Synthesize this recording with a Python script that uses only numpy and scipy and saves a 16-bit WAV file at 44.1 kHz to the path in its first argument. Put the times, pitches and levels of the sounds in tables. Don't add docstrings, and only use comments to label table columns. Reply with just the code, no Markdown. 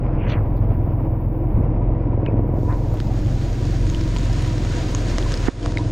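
import sys
import numpy as np
from scipy import signal
from scipy.fft import rfft, irfft, next_fast_len
from scipy.io import wavfile
from scipy.ndimage import uniform_filter1d, minimum_filter1d, map_coordinates

SR = 44100
rng = np.random.default_rng(int(sys.argv[2]) if len(sys.argv) > 2 else 0)


def output_pcm(signal):
    pcm = np.clip(np.atleast_2d(signal).T, -1, 1) * 32767
    wavfile.write(sys.argv[1], SR, np.round(pcm).astype(np.int16))


N = 261041
T = np.arange(N) / SR


def amp(db):
    return 10 ** (np.asarray(db) / 20)


def unit(x):
    return x / np.sqrt(np.mean(x ** 2) + 1e-20)


def along(points, hz):
    f, v = np.transpose(points)
    return np.interp(np.log(hz + 1), np.log(f + 1), v)


def curve(rows):
    return np.interp(T, *np.transpose(rows))


def swell(start_s, end_s, rise, fall, t=T):
    return -rise * np.maximum(start_s - t, 0) - fall * np.maximum(t - end_s, 0)


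def wobble(rate):
    return map_coordinates(rng.standard_normal(int(N * rate / SR) + 4), [T * rate])


def filtered(x, response):
    n = x.shape[-1]
    m = next_fast_len(n + SR // 4)
    return irfft(rfft(x, m) * response(np.fft.rfftfreq(m, 1 / SR)), m)[..., :n]


def noise(spectrum):
    return unit(filtered(rng.standard_normal(N), lambda hz: amp(along(spectrum, hz))))


def band_noise(centre_hz, octaves, n=N):
    bell = lambda hz: np.exp(-.5 * (np.log2((hz + 1) / centre_hz) / octaves) ** 2)
    return unit(filtered(rng.standard_normal(n), bell))


def resonate(x, modes, low_hz, high_hz):
    def response(f):
        return sum((-1) ** k * amp(db) * 1j * f * width / (hz * hz - f * f + 1j * f * width)
                   for k, (hz, width, db) in enumerate(modes))
    skirts = signal.butter(3, [low_hz, high_hz], 'band', fs=SR, output='sos')
    return signal.sosfilt(skirts, filtered(x, response))


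def pan(db):
    return amp(np.array([[db / 2], [-db / 2]]))


def cycles(rpm, firing_s):
    cycle = np.cumsum(rpm) / (120 * SR)
    return cycle - np.interp(firing_s, T, cycle) % 1


def firings(cycle, scatter_db, jitter_s):
    times = np.interp(np.arange(np.floor(cycle[-1]) + 1), cycle, T)
    size, late = rng.standard_normal((len(times), 2)).T
    at = np.clip((times + jitter_s * late) * SR, 0, N - 1).astype(int)
    return np.bincount(at, amp(scatter_db * size), N)


# time in seconds, level in dB.
SHAKE_LEVEL = [(0, -22), (.9, -24), (1.85, -19), (2.3, -26), (2.6, -22.5), (3.15, -21), (3.45, -24.5),
               (4.15, -20.5), (4.8, -25.5), (5.15, -20), (5.92, -25.5)]

def crank_shake(cycle):
    phase = 2 * np.pi * cycle
    return amp(curve(SHAKE_LEVEL) + 1.2 * wobble(10)) * (np.cos(2 * phase) + amp(-18) * np.sin(phase))


# time in seconds, exhaust level in dB.
EXHAUST_LEVEL = [(0, -25.5), (.7, -21.5), (1.45, -26), (2.45, -22.5), (3.45, -25), (4.85, -24),
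                 (5.3, -30.5), (5.8, -24)]
# frequency in Hz, bandwidth in Hz, relative gain in dB.
PIPE_MODES = [(85.5, 20.2, 1.5), (106.6, 26.7, 1.5), (129.6, 13.5, 0.5), (302.6, 38.5, -13),
              (548, 61, -30.5), (971, 23, -31.5)]

def exhaust(cycle):
    blows = firings(cycle, scatter_db=0.5, jitter_s=0.00021)
    gulps = 0.29 * firings(cycle - .4, scatter_db=0.5, jitter_s=0.00028)
    gas = unit(blows + gulps) + amp(-11.5) * rng.standard_normal(N)
    return amp(curve(EXHAUST_LEVEL)) * unit(resonate(gas, PIPE_MODES, low_hz=69.4, high_hz=1110))


# multiple of the firing rate, level in dB.
HUM_HARMONICS = [(11, -51), (14, -41), (15, -43.5), (16, -46.5), (17, -46.5)]
# frequency in Hz, bandwidth in Hz, relative gain in dB.
PANEL_MODES = [(319.4, 45, 4), (535, 127, -8), (664, 109, -7.5), (978.4, 26, -11.5)]

def panels(cycle):
    phase = 2 * np.pi * cycle
    hum = sum(amp(db + 3.3 * wobble(3)) * np.sin(k * phase + wobble(2.046)) for k, db in HUM_HARMONICS)
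    jolts = 3.8 + np.exp(-(2 * cycle % 1) / 0.18)
    chatter = rng.standard_normal(N) * jolts * amp(1.3 * wobble(14))
    stony_stretch_db = 3 * amp(swell(1.7, 2.33, rise=20, fall=20))
    rattle_db = -36 + 0.65 * T + stony_stretch_db
    return hum + amp(rattle_db) * unit(resonate(chatter, PANEL_MODES, low_hz=211, high_hz=1066))


# time in seconds, speed in rpm.
ENGINE_RPM = [(0.0, 2512), (0.5, 2545), (1.5, 2560), (2.2, 2658), (2.65, 2583), (3.5, 2586), (4.15, 2724),
              (4.7, 2482), (5.92, 2540)]

def engine():
    cycle = cycles(curve(ENGINE_RPM), firing_s=.0214)
    return crank_shake(cycle) + exhaust(cycle) + panels(cycle)


# time in seconds, level in dB.
WIND_LEVEL = [(0, -26), (.8, -25.5), (1.4, -27.5), (1.8, -27.5), (2.3, -26.5), (3.9, -28), (4.7, -28.5),
              (5.4, -26), (5.92, -32)]
# frequency in Hz, relative spectral density in dB.
WIND_SPECTRUM = [(12, -3), (25, -2.5), (60, 1.5), (130, 0), (200, -8.5), (300, -16), (600, -37),
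                 (1500, -69.5), (3000, -120)]

def wind():
    lumps = amp(0.66 * wobble(16) + wobble(2.9))
    draught = amp(-19.5 + swell(PASS_S, PASS_S, rise=108.5, fall=108.5))
    return np.hypot(amp(curve(WIND_LEVEL)), draught) * unit(noise(WIND_SPECTRUM) * lumps)


# time in seconds, level in dB.
MUD_LEVEL = [(0, -30.5), (1.3, -35.5), (1.65, -32.5), (2.4, -33.5), (3.15, -36), (3.55, -41.5), (5.4, -37)]
# frequency in Hz, relative spectral density in dB.
MUD_SPECTRUM = [(100, -15), (220, -0.5), (450, 1), (750, -3.5), (1050, -11.5), (1300, -19), (1700, -25),
                (2300, -26), (3100, -38), (4200, -50), (5000, -46), (6500, -63.5), (8000, -64.5),
                (10000, -75)]

def tyres():
    return amp(curve(MUD_LEVEL)) * unit(noise(MUD_SPECTRUM) * amp(1.5 * wobble(35)))


# start in seconds, ping level in dB, ping frequency in Hz,
# ping T60 in seconds, splash level in dB, knock level in dB.
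DROP_IMPACTS = [(.065, -32, 2290, 0.0058, -52.5, -30), (.299, -29.5, 4700, 0.0042, -44.5, -39),
                (.571, -31, 13350, .003, -53.5, -47), (2.2622, -24, 2860, .009, -41.5, -23),
                (2.941, -31, 13200, .006, -35.5, -24), (3.0019, -30, 1700, .003, -22.5, -29),
                (3.899, -26.5, 6500, 0.011, -27.5, -38), (3.947, -24, 3000, 0.01, -24.5, -35),
                (4.011, -27.5, 5200, .006, -28.5, -38), (4.1637, -18, 2660, 0.0033, -20.5, -20),
                (4.185, -23, 6900, .006, -29, -39), (4.4228, -21, 10500, 0.0018, -23, -34),
                (4.949, -11.5, 6600, 0.0065, -19.5, -23), (5.1833, -11, 1900, .005, -13, -10),
                (5.3405, -13, 5000, 0.0056, -19, -15), (5.3745, -23, 5200, 0.0073, -24, -34),
                (5.629, -33, 3130, 0.018, -26, -26.5), (5.6606, -11, 1260, .0035, -22.5, -13),
                (5.7216, -22, 1400, 0.0052, -27.5, -29), (5.7725, -13, 2120, 0.013, -22, -29),
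                (5.783, -25, 3800, 0.015, -23, -33)]
# frequency in Hz, relative spectral density in dB.
SPLASH_SPECTRUM = [(200, -5), (1200, 3.5), (3500, 3), (7000, -4.5), (9500, -16.5), (11500, -27.5),
                   (15000, -32)]

def drops():
    out, t = np.zeros(N + SR), T[:SR // 20]
    rows = [*DROP_IMPACTS, *patter()]
    white = rng.standard_normal((len(rows), len(t)))
    fizzes = unit(filtered(white, lambda hz: amp(along(SPLASH_SPECTRUM, hz))))
    onset = 1 - np.exp(-t / 0.00027)
    ring = lambda hz, t60: onset * np.sin(2 * np.pi * hz * t) * amp(-60 * t / t60)
    for (s, ping_db, hz, t60, splash_db, knock_db), fizz in zip(rows, fizzes):
        splash = amp(splash_db - 60 * t / .0055) * onset * fizz
        knock = amp(knock_db) * ring(hz=540, t60=0.0067)
        out[round(s * SR):][:len(t)] += amp(ping_db) * ring(hz, t60) + splash - knock
    return filtered(out[:N], lambda hz: amp(along([(7000, 1.5), (11000, -4)], hz)))


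# peak time in seconds, half-length in seconds, level in dB,
# centre frequency in Hz, spread in octaves.
RIVULETS = [(0.119, 0.13, -52, 1367, 0.25), (0.228, .042, -44.5, 2450, 0.22),
            (0.307, 0.024, -56.5, 6020, 0.082), (.315, 0.024, -50.5, 4280, .09),
            (.58, .012, -64, 3900, .25), (2.275, 0.021, -45, 2410, 0.094), (2.264, .004, -37, 1650, 0.52),
            (2.714, 0.029, -40.5, 1390, 0.45), (2.72, 0.15, -61.5, 5500, 0.49),
            (2.722, 0.044, -35.5, 980, 0.083), (2.72, 0.036, -37, 700, .25),
            (5.481, 0.019, -33.5, 1580, 0.69), (5.804, 0.016, -37, 950, 0.15)]

def slosh():
    out, t = np.zeros(N + SR), T[:SR // 2] - 1 / 4
    for s, half_length, db, hz, octaves in RIVULETS:
        fizz = band_noise(hz, octaves, len(t))
        out[round(s * SR):][:len(t)] += amp(db) * fizz * np.exp(-(t / half_length) ** 2)
    return out[len(t) // 2:][:N]


def water_film():
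    hz, t, spectra = signal.stft(rng.standard_normal(N) * amp(2.6 * wobble(300)), SR, nperseg=256)
    octaves = swell(0.301, 0.328, rise=13, fall=18, t=t)
    edge_hz = 3800 * 2 ** np.maximum(octaves, -2)
    low_pass = 1 / (1 + (hz[:, None] / edge_hz) ** 14)
    level = amp(-28 + swell(0.301, 0.42, rise=89, fall=235.5, t=t))
    return signal.istft(spectra * low_pass * level, SR, nperseg=256)[1][:N]


# start in seconds, end in seconds.
SIZZLE_SPELLS = [(.4, 1.62), (2.56, 5.48)]
# frequency in Hz, relative spectral density in dB.
SIZZLE_SPECTRUM = [(9000, -70), (11300, -20.5), (11900, 3.5), (12400, 4), (13000, -2.5), (14000, 1.5),
                   (15800, -5.5)]

def sizzle():
    spells = sum(amp(swell(start, end, rise=36, fall=158.5)) for start, end in SIZZLE_SPELLS)
    level = spells * amp(-65 + 1.2 * wobble(60))
    return pan(9) * level * np.array([noise(SIZZLE_SPECTRUM), noise(SIZZLE_SPECTRUM)])


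# start in seconds, level in dB, frequency in Hz,
# T60 in seconds.
JOLTS = [(.875, -18, 720, 0.022), (1.451, -18, 665, 0.015), (1.628, -18.5, 652, 0.028),
         (1.891, -20, 600, 0.032), (2.94, -20.5, 656, 0.021), (3.1, -28, 763, 0.14),
         (3.285, -33, 770, 0.081), (3.36, -31.5, 760, 0.13), (3.655, -31, 740, 0.064),
         (3.735, -29, 774, 0.086), (3.92, -36.5, 960, 0.12), (4.16, -29.5, 974, 0.093),
         (4.295, -27.5, 770, 0.081), (4.365, -32, 1000, 0.054), (4.458, -37, 1000, 0.07),
         (4.825, -27.5, 743, 0.087), (4.947, -24.5, 1057, 0.032), (5.26, -29.5, 1026, .09)]

def bumps():
    out, t = np.zeros(N), T[:SR // 8]
    onset = 1 - np.exp(-t / 0.0014)
    for s, db, hz, t60 in JOLTS:
        phase = 2 * np.pi * hz * t + 0.35 * wobble(210)[:len(t)]
        out[round(s * SR):][:len(t)] += amp(db - 60 * t / t60) * onset * np.sin(phase)
    return out


PASS_S = 1.58
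# time in seconds, apparent rpm.
ONCOMING_RPM = [(1.58, 2550), (2.05, 2190), (2.32, 2180), (2.42, 2400), (2.49, 2565)]

def oncoming_bike():
    t = T[:SR // 12]
    ring = lambda hz, db, t60: np.sin(2 * np.pi * hz * t) * amp(db - 60 * t / t60)
    boom = ring(hz=100, db=-10, t60=0.13) * (1 - np.exp(-t / 0.005))
    bark = ring(hz=505, db=-7, t60=0.014)
    pop = ring(hz=360, db=0, t60=.012) + bark - boom
    cycle = cycles(curve(ONCOMING_RPM), firing_s=2.3933)
    pops = signal.fftconvolve(firings(cycle, scatter_db=-1.5, jitter_s=0.0001), pop)[:N]
    pops = signal.sosfilt(signal.butter(4, 640, fs=SR, output='sos'), pops)
    pops_db = -1.5 + swell(2.566, 2.35, rise=27, fall=44)
    rush_db = -29.5 + swell(PASS_S, PASS_S, rise=96.5, fall=25.5)
    return amp(pops_db) * pops + amp(rush_db) * band_noise(220, 0.71)


def hiss_db():
    clear_s, drain_s = 2.582, 0.6
    plugged_db = 201.5 * np.maximum(clear_s - T, 0)
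    damp_db = 29 / (1 + np.maximum(T - clear_s, 0) / drain_s)
    rewetted_db = 7.5 * np.clip((T - BIG_DROP_S) / 0.27, 0, 1)
    return -28.5 - plugged_db - damp_db - rewetted_db


# frequency in Hz, relative spectral density in dB.
RAIN_SPECTRUM = [(300, 9), (800, -1), (1600, 1), (2500, -3), (4500, -5.5), (6200, -8.5), (6900, -6),
                 (7250, -13.5), (8800, -15.5), (10200, -25.5), (11300, -34), (15800, -51)]
# frequency in Hz, coherence from 0 to 1.
RAIN_COHERENCE = [(1000, 0.62), (2500, 0.59), (4500, 0.88), (7000, 1), (10000, 0.23)]

def rain():
    arrivals = rng.random(N) < 300 / SR
    grains = arrivals * rng.standard_normal(N) * amp(2 * rng.standard_normal(N))
    mid_side = rng.standard_normal((2, N))
    mid_side[0] += amp(-8.5) * unit(grains)
    def response(hz):
        angle = np.arccos(np.clip(along(RAIN_COHERENCE, hz), -1, 1)) / 2
        return amp(along(RAIN_SPECTRUM, hz)) * [np.cos(angle), np.sin(angle)]
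    mid, side = filtered(mid_side, response)
    return amp(hiss_db() + 0.81 * wobble(20)) * unit(np.array([mid + side, mid - side]))


def patter(per_s=4.7, over_hiss_db=7.5, centre_hz=4220, t60=0.0081):
    count = int(per_s * N / SR)
    when, strength, pitch = rng.random((count, 3)).T
    times = (np.arange(count) + when) / per_s
    levels = np.interp(times, T, hiss_db()) + over_hiss_db + 6 * (strength - .5)
    return [(s, db, hz, t60, db, db) for s, db, hz in zip(times, levels, centre_hz * 2 ** (pitch - .5))]


# time in seconds, centre frequency in Hz, depth in dB.
NOTCH_PATH = [(2.9, 1060, -1), (3.25, 980, 9), (3.6, 870, 7), (4.1, 790, 13), (4.6, 840, 4.5),
              (5.45, 846, 3), (5.6, 840, 7)]

def hollow(x, width_hz=50):
    hz, t, spectra = signal.stft(x, SR, nperseg=2048)
    s, centre_hz, depth_db = np.transpose(NOTCH_PATH)
    bell = np.exp(-.5 * ((hz[:, None] - np.interp(t, s, centre_hz)) / width_hz) ** 2)
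    notch = amp(-np.interp(t, s, depth_db) * bell)
    return signal.istft(spectra * notch, SR, nperseg=2048)[1][..., :N]


BIG_DROP_S = 5.4828

def big_drop():
    t = np.maximum(T - BIG_DROP_S, 0)
    onset = lambda rise_s: 1 - np.exp(-(t / rise_s) ** 2)
    decay = lambda db, t60: amp(db - 60 * t / t60)
    thud = -np.sin(2 * np.pi * 280 * t) + 0.5 * band_noise(390, 0.9)
    slap = decay(db=16.7, t60=0.022) * onset(0.0023) * thud
    crack = decay(db=1.5, t60=.014) * onset(0.0011) * band_noise(1000, 0.6)
    push = amp(-0.5) * np.exp(-((T - BIG_DROP_S - 0.0075) / 0.0023) ** 2)
    spray = decay(db=-22.5, t60=0.28) * onset(0.0011) * noise(RAIN_SPECTRUM)
    return pan(-14.5) * (slap + crack + push) + spray


def scene():
    ride = hollow(engine() + tyres() + rain() + sizzle())
    return ride + bumps() + oncoming_bike() + wind() + drops() + slosh() + water_film() + big_drop()


# frequency in Hz, gain in dB.
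HOUSING_RESPONSE = [(260, 1.5), (325, -0.5), (400, -3.5), (470, 0), (740, -1), (860, -2.5), (960, 1.5),
                    (1100, 0)]

def housing(x):
    m = next_fast_len(N + SR // 4)
    gain = amp(along(HOUSING_RESPONSE, np.fft.rfftfreq(m, 1 / SR)))
    cepstrum = irfft(np.log(gain), m)
    cepstrum[1:] *= 2
    return irfft(rfft(x, m) * np.exp(rfft(cepstrum[:m // 2], m)), m)[..., :N]


def limiter(x, ceiling_db, release_db_per_s):
    over_db = np.maximum(20 * np.log10(np.abs(x).max(axis=0) + 1e-9) - ceiling_db, 0)
    ahead_db = -minimum_filter1d(-over_db, size=89)
    cut_db = np.maximum.accumulate(ahead_db + release_db_per_s * T) - release_db_per_s * T
    return x * amp(-uniform_filter1d(cut_db, size=89))


def record(dry):
    limited = limiter(housing(dry), ceiling_db=-2.0, release_db_per_s=109.0)
    return filtered(limited, lambda hz: hz < 15850)


dry = scene()
out = record(dry)
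output_pcm(out)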